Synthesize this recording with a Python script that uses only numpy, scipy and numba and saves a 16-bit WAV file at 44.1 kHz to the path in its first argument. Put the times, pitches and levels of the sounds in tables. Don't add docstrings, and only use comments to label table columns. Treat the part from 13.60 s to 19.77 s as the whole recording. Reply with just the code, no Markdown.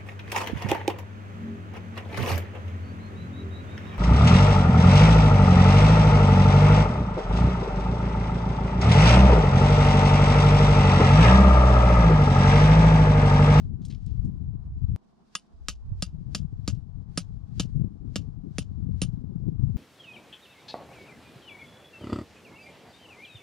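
import sys
import numpy as np
from scipy import signal
from scipy.fft import rfft, irfft
from scipy.io import wavfile
from numba import njit

SR = 44100
rng = np.random.default_rng(int(sys.argv[2]) if len(sys.argv) > 2 else 0)


def inscribe(sig):
    pcm = np.round(np.clip(np.atleast_2d(sig).T, -1, 1) * 32767)
    wavfile.write(sys.argv[1], SR, pcm.astype(np.int16))


N = 272097

STEP_S = 1.3616
# start_s [s], crack_db [dB], peg ring mid_db at 2-4 kHz [dB], high_db above 4 kHz [dB],
# hammer head ring head_db [dB], sleeve swish_db [dB]
BLOWS = [(1.7522, -26, -34, -33.5, -51.5, -69), (2.0845, -18, -33.5, -32.5, -50, -74),
         (2.4238, -22, -36, -27, -52, -71.5), (2.7483, -20.5, -45.5, -29, -56, -70),
         (3.0775, -21.5, -51, -29, -47.5, -72.5), (3.575, -20.5, -42.5, -34.5, -41.5, -66),
         (3.997, -18, -33, -33.5, -50, -63), (4.558, -20.5, -36, -45, -63.5, -69),
         (4.9835, -21.5, -37.5, -40.5, -47, -65.5), (5.4171, -20.5, -31.5, -34, -41.5, -69)]
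# pitch_hz [Hz], level_db [dB per Hz]
CRACK_SPECTRUM = [(350, -23), (600, 1.5), (900, -19.5), (1300, -8), (2000, -16), (2800, -3), (4000, -5.5),
                  (5300, -2.5), (7300, -5.5), (8600, -16.5), (10500, -17.5), (12400, -20), (13300, -45.5),
                  (16000, -56.5)]


def amp(db):
    return 10 ** (np.asarray(db) / 20)


def rms_one(x):
    return x / np.sqrt(np.mean(x ** 2) + 1e-20)


def in_time(rows):
    start_s, *columns = np.transpose(rows)
    return [np.interp(np.arange(N) / SR, start_s, column) for column in columns]


def at_hz(points, hz, axis=1):
    points = np.array(points)
    return np.interp(np.log(hz), np.log(points[:, 0]), points[:, axis])


def pass_band(order, edge_hz, kind, x):
    return signal.sosfilt(signal.butter(order, edge_hz, kind, fs=SR, output="sos"), x)


def drift(rate_hz):
    pole = np.exp(-80 * np.pi * rate_hz / SR)
    white = rng.standard_normal(N // 40 + 2002)
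    slow = signal.lfilter([1], [1, -2 * pole, pole * pole], white)[2000:]
    return np.interp(np.arange(N) / 40, np.arange(len(slow)), rms_one(slow))


def coloured(white, spectrum):
    hz = np.maximum(np.fft.rfftfreq(N, 1 / SR), 1)
    return rms_one(irfft(rfft(white) * amp(at_hz(spectrum, hz)), N))


def clicks(times_s, sizes):
    out = np.full(N, 1e-18)
    out[np.round(np.asarray(times_s) * SR).astype(int)] = sizes
    return out


def dying(x, t60_s):
    return signal.lfilter([1], [1, -amp(-60 / (t60_s * SR))], x)


def struck(times_s, levels_db, modes, spread_db, detune):
    out, t = np.zeros(N), np.arange(SR // 5) / SR
    mode_hz, mode_db, t60_s = np.transpose(modes)
    contact = 1 - np.exp(-t / 0.00021)
    chances = rng.standard_normal((len(times_s), 3, len(modes), 1))
    for start_s, level_db, (loud, sharp, long) in zip(times_s, levels_db, chances):
        fall_db = 60 * t / (t60_s[:, None] * amp(.5 * long))
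        turns = mode_hz[:, None] * (1 + detune * sharp) * t
        ring_db = (level_db + mode_db)[:, None] + spread_db * loud - fall_db
        rings = amp(ring_db) * np.sin(2 * np.pi * turns)
        out[round(start_s * SR):][:len(t)] += contact * rings.sum(axis=0)
    return out


def crack_of_steel(start_s, hit, looseness):
    ragged = amp(4.8 * drift(180))
    rattle = amp(-12.5) * dying(hit, .03) + amp(-18.5) * dying(hit, 0.11)
    burst = amp(-4.5) * dying(hit, 0.0041) + ragged * rattle
    full = coloured(rng.standard_normal(N), CRACK_SPECTRUM) * burst
    thin = pass_band(2, 1150, "high", full)
    return full + (thin - full) * np.interp(np.arange(N) / SR, start_s, looseness)


def peg_ring(start_s, low_db, mid_db, high_db):
    # pitch_hz [Hz], level_db [dB, relative], t60_s [s]
    peg_modes = [(1245, -1, 0.05), (1320, -2.5, 0.013), (1413, -11, 0.046), (1565, -8.5, 0.01),
                 (1633, -6, 0.027), (1940, -10, 0.04), (2180, -8.5, 0.0092), (2737, -4.5, 0.082),
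                 (2798, -3.5, .055), (3011, -6.5, 0.089), (3110, -8.5, 0.046), (3470, -8, 0.038),
                 (3540, -6, .05), (3680, -4, 0.019), (4430, -9.5, .04), (4760, -2, 0.023),
                 (4810, -8.5, 0.091), (5210, -1, 0.035), (5500, -9, 0.029), (6966, -3, 0.041),
                 (7210, -5.5, 0.032), (7600, -10.5, 0.023)]
    hz = np.array(peg_modes)[:, 0]
    upper_db = np.where(hz < 4000, mid_db[:, None], high_db[:, None])
    level_db = np.where(hz < 2000, low_db[:, None], upper_db)
    peg = struck(start_s, level_db, peg_modes, spread_db=2, detune=.004) * amp(2 * drift(100))
    return pass_band(3, [1000, 9500], "band", peg)


def head_ring(start_s, head_db):
    # pitch_hz [Hz], level_db [dB, relative], t60_s [s]
    head_modes = [(9212, 8.5, 0.066), (10100, -6.5, .04), (12000, -16, .06), (12400, -17.5, .06),
                  (14790, -27, .06)]
    return struck(start_s, head_db, head_modes, spread_db=3.5, detune=0.00087) * amp(0.93 * drift(60))


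def soil_thump(start_s, thump_db):
    # pitch_hz [Hz], level_db [dB, relative], t60_s [s]
    ground_modes = [(184.2, -3.5, .07), (258, -7.5, 0.036), (454, -12.5, 0.023)]
    soil = struck(start_s + 0.0017, thump_db, ground_modes, spread_db=3.0, detune=.03)
    return pass_band(2, [110, 700], "band", soil)


def hammer():
    start_s, crack_db, mid_db, high_db, head_db, _ = np.transpose(BLOWS)
    sunk = np.arange(len(start_s))
    looseness = np.exp(-sunk / 2.65)
    full_thump_db, first_thump_db = -14.5, -38.5
    thump_db = full_thump_db + (first_thump_db - full_thump_db) * looseness
    low_db = -32 - 1.22 * sunk
    hit = clicks(start_s, amp(crack_db))
    steel = crack_of_steel(start_s, hit, looseness) + peg_ring(start_s, low_db, mid_db, high_db)
    steel += head_ring(start_s, head_db)
    lag = round(0.0053 * SR)
    steel[lag:] += amp(-12.5) * steel[:-lag].copy()
    return steel + soil_thump(start_s, thump_db), hit


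def scatter(hit):
    swell = signal.lfilter([.006], [1, -.994], dying(hit, 0.082))
    return amp(-19.5) * swell * coloured(rng.standard_normal((2, N)), CRACK_SPECTRUM)


def gravel():
    # start_s [s], level_db before the band filter [dB], pitch_hz near mid-band [Hz], t60_s [s]
    crunches = [(0.218, -64, 4000, 0.97), (0.251, -42.5, 5370, 0.056), (.284, -56, 5440, 0.04),
                (0.299, -48, 4900, 0.02), (0.302, -43, 3230, 0.091), (0.325, -57, 3060, 0.12),
                (0.347, -53, 3580, 0.034), (0.463, -48.5, 5600, 0.025), (0.474, -64, 3650, 0.44),
                (.509, -62, 4000, 0.018), (0.648, -59, 5850, 0.094), (3.15, -60, 4000, 0.089),
                (4.159, -71.5, 6000, 0.24), (5.554, -66.5, 3070, 0.023), (5.888, -72, 3500, 0.15),
                (6.048, -71, 3500, 0.15)]
    grit = rng.standard_normal(N) * amp(2.5 * drift(300))
    out = np.zeros(N)
    for start_s, level_db, pitch_hz, t60_s in crunches:
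        i = round(start_s * SR)
        piece = grit[i:i + SR // 4]
        band = pass_band(2, [pitch_hz / 1.45, pitch_hz * 1.6], "band", piece)
        fall_db = 60 * np.arange(len(piece)) / SR / t60_s
        out[i:i + len(piece)] += amp(level_db - fall_db) * band
    return out


def from_left(x):
    # pitch_hz [Hz], left_over_right_db [dB], left_lead_rad [rad]
    sides = [(100, 0, 0), (500, -1, .3), (950, 7.5, .4), (1900, 7, .1), (3800, 3.5, .1), (5500, 0, .8),
             (7500, -4.5, 1.9), (9200, -8, 2.1), (12000, -1, 2.6)]
    hz = np.maximum(np.fft.rfftfreq(N, 1 / SR), 1)
    half = amp(at_hz(sides, hz) / 2) * np.exp(.5j * at_hz(sides, hz, axis=2))
    return irfft(rfft(x) * np.array([half, 1 / half]), N)


@njit
def eddies(push, step, damping, smooth):
    out, low, band, a, b = np.zeros(len(push)), 0., 0., 0., 0.
    for i in range(len(push)):
        band += step[i] * (push[i] - low - damping * band)
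        low += step[i] * band
        a += smooth * step[i] * (low - a)
        b += smooth * step[i] * (a - b)
        out[i] = b / np.sqrt(step[i])
    return out


def buffeting(hz, lumps, lumps_db, damping, smooth, floor_hz):
    push = rng.standard_normal(N) * amp(lumps_db * lumps)
    step = 2 * np.pi * hz * amp(0.75 * lumps + 0.77 * drift(14)) / SR
    return rms_one(pass_band(1, floor_hz, "high", eddies(push, step, damping, smooth)))


def gusts():
    # start_s of the bell's middle [s], left_rise_db [dB], right_rise_db [dB],
    # sharp_db, extra sharp edge [dB]
    gust_rows = [(0.099, 7, 2, 0), (0.66, 9.5, 9, 9), (1.131, -1, 5.5, -5), (1.22, 2.5, -1, -5),
                 (2.3, -4.5, 18, 2.5), (2.72, 2, 1, 7.5), (2.86, 7, -0.5, 4.5), (3.17, 5, 1, 0.5),
                 (4.21, 7, -0.5, 10), (4.59, 3.5, 1.5, 9.5), (4.861, 1.5, -1, 7.5), (5.26, 2.5, 0, 5),
                 (5.73, 0, -0.5, 9.5), (5.891, 5.5, 7.5, 12), (6.05, 5, 6, -5)]
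    middle_s, *rises_db = np.transpose(gust_rows)
    half_width_s = 0.046
    bells = np.exp(-((np.arange(N) / SR - middle_s[:, None]) / half_width_s) ** 2)
    return np.array(rises_db) @ bells


def wind():
    # start_s [s], left_db [dB],
    # pitch_hz of left eddies before scaling [Hz], right_db [dB]
    wind_before = [(0.0, -34.5, 135, -43), (0.26, -29.5, 133, -48.5), (0.4, -31, 115, -49.5),
                   (0.52, -24.5, 108, -47), (0.76, -33.5, 128, -44), (0.88, -27.5, 110, -37),
                   (1.02, -33.5, 110, -43.5), (1.36, -24, 100, -33.5)]
    wind_after = [(1.362, -67, 60.14, -71.5), (1.84, -63, 45.02, -72), (1.97, -44, 45.1, -47),
                  (2.17, -31.5, 52, -42.5), (2.4, -32, 80.2, -37), (2.6, -34, 128.6, -49),
                  (2.93, -32, 111.8, -45), (3.15, -31, 104.1, -53), (3.25, -40.5, 109.8, -52),
                  (3.35, -27.5, 103, -58), (3.53, -39.5, 109.7, -56), (3.67, -30.5, 109.4, -48.5),
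                  (3.87, -38, 118.2, -54.5), (4.0, -25, 126.4, -44), (4.2, -27.5, 142.7, -46.5),
                  (4.33, -41, 151.5, -58), (4.53, -31, 134.3, -50), (4.8, -35.5, 130.6, -60),
                  (5.05, -31.5, 128.9, -47), (5.4, -27, 116.4, -48), (5.65, -32, 150, -57.5),
                  (5.82, -31, 140.4, -51.5), (6.0, -26, 138.1, -43.5), (6.17, -23.5, 122.4, -46)]
    before = np.arange(N) / SR < STEP_S
    left_db, hz, right_db = np.where(before, in_time(wind_before), in_time(wind_after))
    left_rise_db, right_rise_db, sharp_db = gusts()
    left_db, right_db = left_db + left_rise_db, right_db + right_rise_db

    edge_db = left_db - 28 + 17.5 * np.log2(hz / 124) + sharp_db
    left_hz = 1.151 * hz * 2 ** (.02 * sharp_db)
    lumps = np.tanh(drift(43) / 2) * 2
    left = amp(left_db) * buffeting(left_hz, lumps, lumps_db=3.5, damping=0.67, smooth=0.95, floor_hz=66)
    left += amp(edge_db) * buffeting(250, lumps, lumps_db=4, damping=.8, smooth=1.5, floor_hz=200)

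    right_hz = 70 * amp(0.2 * (right_db + 43.5))
    right_lumps = np.tanh(drift(23) / 2) * 2
    right = amp(right_db) * buffeting(right_hz, right_lumps, lumps_db=4.5, damping=0.27, smooth=2.4,
                                      floor_hz=25.4)
    across = pass_band(1, 600, "high", [right, left])
    return np.array([left, right]) - amp(-6) * across


def step_click():
    return -dying(clicks([STEP_S], amp(-33))[::-1], 0.015)[::-1]


def wide(spectrum, alike, flicker_db):
    mid, side = coloured(rng.standard_normal((2, N)), spectrum) * amp(flicker_db * drift(17))
    return np.sqrt(1 + alike) * mid + np.sqrt(1 - alike) * side * [[1], [-1]]


def sleeve():
    # start_s [s], level_db [dB]
    stirring = [(0, -71.5), (.12, -89.5), (.45, -79.5), (.67, -83.5), (.9, -90), (1.3, -85), (3.3, -86.5),
                (5.4, -87), (5.9, -86), (6.17, -82)]
    # pitch_hz [Hz], level_db [dB per Hz]
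    cloth_spectrum = [(880, -29.5), (1500, -0.5), (1950, -5), (2210, -4.5), (2550, -6), (4950, -3),
                      (10100, -17.5), (15000, -37)]
    start_s, swish_db = np.transpose(BLOWS)[[0, 5]]
    swing = dying(clicks(start_s, amp(swish_db))[::-1], 0.18)[::-1]
    recoil = dying(clicks(start_s, amp(swish_db - 12.5)), 0.53)
    level = amp(in_time(stirring)[0]) + swing + recoil
    return level * wide(cloth_spectrum, alike=0.069, flicker_db=1.5)


def far_traffic():
    # pitch_hz [Hz], level_db [dB per Hz]
    field_spectrum = [(15, -45), (25, -9.5), (108, -6), (205, 9), (306, -3), (421, -4), (592, -15.5),
                      (644, -6.5), (1120, -11.5), (2210, -33.5), (4000, -33.5), (5200, -52.5), (8800, -120)]
    level_db = np.where(np.arange(N) / SR < STEP_S, -65.5, -65)
    hum = wide(field_spectrum, alike=0.022, flicker_db=1.4)
    return amp(level_db) * hum * amp([[-.8], [.8]])


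def scene():
    blows, hit = hammer()
    peg_corner = from_left(blows + gravel()) + scatter(hit)
    return peg_corner + wind() + step_click() + sleeve() + far_traffic()


def record(dry):
    return signal.sosfilt(signal.cheby2(12, 70, 16400, fs=SR, output="sos"), dry)


dry = scene()
out = record(dry)
inscribe(out)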